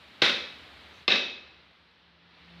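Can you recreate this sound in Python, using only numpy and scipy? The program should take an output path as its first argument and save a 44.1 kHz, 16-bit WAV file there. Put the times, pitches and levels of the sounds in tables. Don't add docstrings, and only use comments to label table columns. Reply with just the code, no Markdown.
import sys
import numpy as np
from scipy import signal
from scipy.fft import rfft, irfft
from scipy.io import wavfile
from scipy.ndimage import uniform_filter1d

SR = 44100
rng = np.random.default_rng(int(sys.argv[2]) if len(sys.argv) > 2 else 0)


def dump_mix(stems):
    frames = np.atleast_2d(stems).T
    limited = np.clip(frames, -1, 1)
    pcm = np.round(limited * 32767).astype(np.int16)
    wavfile.write(sys.argv[1], SR, pcm)


N = 114660

# pitch_hz, gain_per_bone (dB gained per dB of bone)
BONE_TILT = [(200, .3), (800, -0.11), (1500, 0.86), (2500, 0.24), (4000, 0.19), (6500, 0.4), (9000, 1.5),
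             (15000, 1.3)]
# time_s, level_db (hiss and drone), treble_db (extra, hiss only)
BACKGROUND_LEVEL = [(0, -1, 2.5), (0.6, 2, 2), (1.02, 0.5, 2), (1.075, -7.5, 2), (1.4, -1.5, -9),
                    (1.8, -8.5, -4), (2.2, -8.5, -9), (2.4, -3.5, -6), (2.6, -1, -3.5)]
CONTACT_RISE_S = 0.00046


def amp(db):
    return 10 ** (np.asarray(db) / 20)


def unit(x):
    return x / np.sqrt(np.mean(x ** 2) + 1e-20)


def read(points, hz):
    f, value = np.transpose(points)
    return np.interp(np.log(hz + 1), np.log(f + 1), value)


def add(mix, s, sound):
    part = mix[max(round(s * SR), 0):][:len(sound)]
    part += sound[:len(part)]


def decay(t, t60):
    return np.exp(-np.log(1000) * t / t60)


def low_cut(x, hz):
    return signal.sosfilt(signal.butter(2, hz, "high", fs=SR, output="sos"), x)


def band(centre_hz, width_hz):
    hz = np.fft.rfftfreq(N, 1 / SR)
    bell = np.exp(-2 * ((hz - centre_hz) / width_hz) ** 2)
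    return unit(irfft(rfft(rng.standard_normal(N)) * bell, N))


def colour(x, spectrum, bone_db, size=4096):
    hz = abs(np.fft.fftfreq(size, 1 / SR))
    gain = unit(amp(read(spectrum, hz))) * amp(bone_db * read(BONE_TILT, hz))
    taps = np.fft.ifft(np.exp(np.conj(signal.hilbert(np.log(gain))))).real
    return signal.fftconvolve(x, taps[:size // 2])[:len(x)]


def ring(modes, t, rise_s):
    phases = rng.random(len(modes))
    lines = sum(amp(db) * decay(t, t60) * np.sin(2 * np.pi * (hz * t + phase))
                for (hz, db, t60), phase in zip(modes, phases))
    return lines * (1 - np.exp(-t / rise_s))


def drone():
    centre_hz, width_hz, base_db = 74, 22, -64
    s, level_db, _ = np.transpose(BACKGROUND_LEVEL)
    return band(centre_hz, width_hz) * amp(base_db + np.interp(np.arange(N) / SR, s, level_db))


def hum():
    # time_s, level_db (rms)
    hum_level = [(0, -89), (1.201, -77.5), (1.9, -75), (2.28, -66), (2.37, -70), (2.46, -60.5), (2.6, -52)]
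    pitch_hz, waver_depth = 171.3, 0.006
    waver = unit(uniform_filter1d(rng.standard_normal(N), size=4000))
    tone = np.sin(2 * np.pi * np.cumsum(pitch_hz * (1 + waver_depth * waver)) / SR)
    return unit(tone) * amp(np.interp(np.arange(N) / SR, *np.transpose(hum_level)))


def background(size=2048):
    # (relative, per Hz)
    hiss_spectrum = [(20, -27), (45, -18), (72, 4), (100, -2.5), (200, 0), (500, -3), (1000, -3),
                     (2000, -1), (4000, -2.5), (5000, -13.5), (6500, -27.5), (10000, -33), (15000, -37.5)]
    base_db, patch_db = -53, 0.38
    treble_from_hz, treble_full_hz = 5600, 7000
    overlap = size - size // 4
    hz, at, z = signal.stft(rng.standard_normal(N), SR, nperseg=size, noverlap=overlap)

    patches = uniform_filter1d(rng.standard_normal(z.shape), size=16, axis=0)
    patches = unit(uniform_filter1d(patches, size=6, axis=1))
    s, level_db, treble_db = np.transpose(BACKGROUND_LEVEL)
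    treble_share = read([(treble_from_hz, 0), (treble_full_hz, 1)], hz)[:, None]
    treble = treble_share * np.interp(at, s, treble_db)

    z = z * unit(amp(read(hiss_spectrum, hz)))[:, None] * amp(treble + patch_db * patches)
    hiss = signal.istft(z, SR, nperseg=size, noverlap=overlap)[1][:N]
    return hiss * amp(base_db + np.interp(np.arange(N) / SR, s, level_db))


def swing():
    # start_s, length_s, level_db (at the top of the swell)
    sleeve_brushes = [(0.918, 0.11, -71)]
    t = np.arange(N) / SR
    swell = sum(amp(db) * np.sin(np.pi * np.clip((t - s) / length, 0, 1))
                for s, length, db in sleeve_brushes)
    return swell * band(centre_hz=6000, width_hz=1200)


def ripple(x, size=30):
    depth_db = 2.0
    z = rfft(x)
    wander = unit(uniform_filter1d(rng.standard_normal(len(z)), size=size))
    return irfft(z * amp(depth_db * wander), len(x))


def walls(t, build_s, hold_s, bone_db, size=256):
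    # (relative, per Hz)
    wall_spectrum = [(40, -47), (100, -17.5), (160, -17), (210, -4.5), (560, -4), (700, -10), (1050, -10.5),
                     (1550, -1), (2500, 0), (3000, -3), (3750, 4.5), (4400, -6.5), (5400, -12),
                     (7000, -29.5), (10000, -36.5), (15000, -48)]
    # pitch_hz, t60_s
    wall_decay = [(100, 0.52), (300, 0.63), (1000, 0.61), (2500, 0.57), (4000, 0.6), (6500, 0.57),
                  (8000, 0.5), (14000, 0.58)]
    grain_db = 3.0
    grains = rng.choice([-1., 1.], len(t)) * amp(grain_db * rng.standard_normal(len(t)))
    hz, at, z = signal.stft(unit(ripple(grains)), SR, nperseg=size)
    z = z * decay(np.maximum(at - hold_s, 0), read(wall_decay, hz)[:, None])
    tail = signal.istft(z, SR, nperseg=size)[1][:len(t)]
    return colour(tail * (1 - np.exp(-(t / build_s) ** 2)), wall_spectrum, bone_db)


def standing_waves(t):
    # pitch_hz, level_db, t60_s
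    room_modes = [(202, -36, .42), (254, -36, .52), (362, -36, .52), (571, -38, .55)]
    return ring(room_modes, t, rise_s=0.021)


def thud(t):
    # pitch_hz, level_db (relative), t60_s
    block_modes = [(150, -11, 0.098), (261.7, -15, 0.23), (371, 7.5, 0.023), (479, -0.5, 0.048),
                   (557, -13.5, 0.13), (797, -8, 0.094)]
    rise_s, low_cut_hz = 0.00066, 134
    modes = sum(amp(db) * decay(t, t60) * np.cos(2 * np.pi * hz * t) for hz, db, t60 in block_modes)
    return low_cut(-modes * (1 - np.exp(-t / rise_s)), low_cut_hz)


def blade(t, bone_db):
    # pitch_hz, level_db (relative), t60_s
    blade_modes = [(1538, -10, .65), (2069, -10, .55), (2297, -6, .55), (2576, 0, .66), (2601, -7, .58),
                   (2712, -8, .52), (3037, -11, .5), (3415, -10, .5), (3528, -8, .62), (3607, -3, .55),
                   (3704, 2, .58), (3753, -5, .62), (3976, -9, .58), (4133, -10, .52)]
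    blade_db, build_s = -29, 0.034
    bend_hz, bend_width_hz = 2590, 140
    bend_db = 2.0 - 0.75 * bone_db
    modes = [(hz, db + bend_db * np.exp(-((hz - bend_hz) / bend_width_hz) ** 2), t60)
             for hz, db, t60 in blade_modes]
    return amp(blade_db) * ring(modes, t, build_s)


def clank(t, bone_db):
    # pitch_hz, level_db (relative), t60_s
    damped_modes = [(1162, -4.5, 0.086), (2096, -2.5, 0.12), (2420, -4, 0.036), (2643, 3, 0.078),
                    (3170, -6, 0.019), (3720, 0.5, 0.056), (4100, 0.5, 0.058), (5160, -5.5, .05),
                    (9300, -29, .04)]
    modes = [(hz, db + bone_db * read(BONE_TILT, hz), t60) for hz, db, t60 in damped_modes]
    return ring(modes, t, CONTACT_RISE_S)


def crack(t, bone_db):
    # (relative, per Hz)
    crack_spectrum = [(100, -26), (500, -16), (1100, -1), (2000, 0), (2700, 2.5), (4000, 1), (5200, -8.5),
                      (6200, -20.5), (8000, -34), (15000, -38)]
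    hold_s, fall_s = 0.0057, 0.0041
    envelope = np.minimum(t / CONTACT_RISE_S, 1) * np.exp(-np.maximum(t - hold_s, 0) / fall_s)
    return colour(rng.choice([-1., 1.], len(t)) * envelope, crack_spectrum, bone_db)


def chops():
    # start_s, crack_db, clank_db, thud_db, walls_db, echo_build_s, echo_hold_s, bone_db
    blows = [(0.2185, -17.5, -25, -20, -19.5, 0.0029, 0.029, -1.5),
             (1.0788, -19.5, -18.5, -24.5, -19.5, 0.021, 0.036, -7.5)]
    # delay_s, level_db (relative to the direct sound)
    wall_slaps = [(0.0108, -13.5), (0.0185, -20), (0.033, -15), (0.042, -7.5), (0.076, -8.5)]
    thud_delay_s = 0.003255
    out, t = np.zeros(N), np.arange(SR) / SR
    for s, crack_db, clank_db, thud_db, walls_db, build_s, hold_s, bone_db in blows:
        snap = amp(crack_db) * crack(t, bone_db) + amp(clank_db) * clank(t, bone_db)
        echo = amp(walls_db) * walls(t, build_s, hold_s, bone_db)
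        add(out, s, snap + blade(t, bone_db) + echo)
        for delay_s, slap_db in wall_slaps:
            add(out, s + delay_s, amp(slap_db) * snap)
        add(out, s + thud_delay_s, amp(thud_db) * thud(t) + standing_waves(t))
    return out


def scene():
    return (drone() + hum() + background() + swing() + chops())[None]


def record(dry):
    low_cut_hz, top_hz = 66, 15600
    band_limit = signal.firwin(511, top_hz, window=("kaiser", 9), fs=SR)
    return signal.oaconvolve(low_cut(dry, low_cut_hz), band_limit[None], "same")


dry = scene()
out = record(dry)
dump_mix(out)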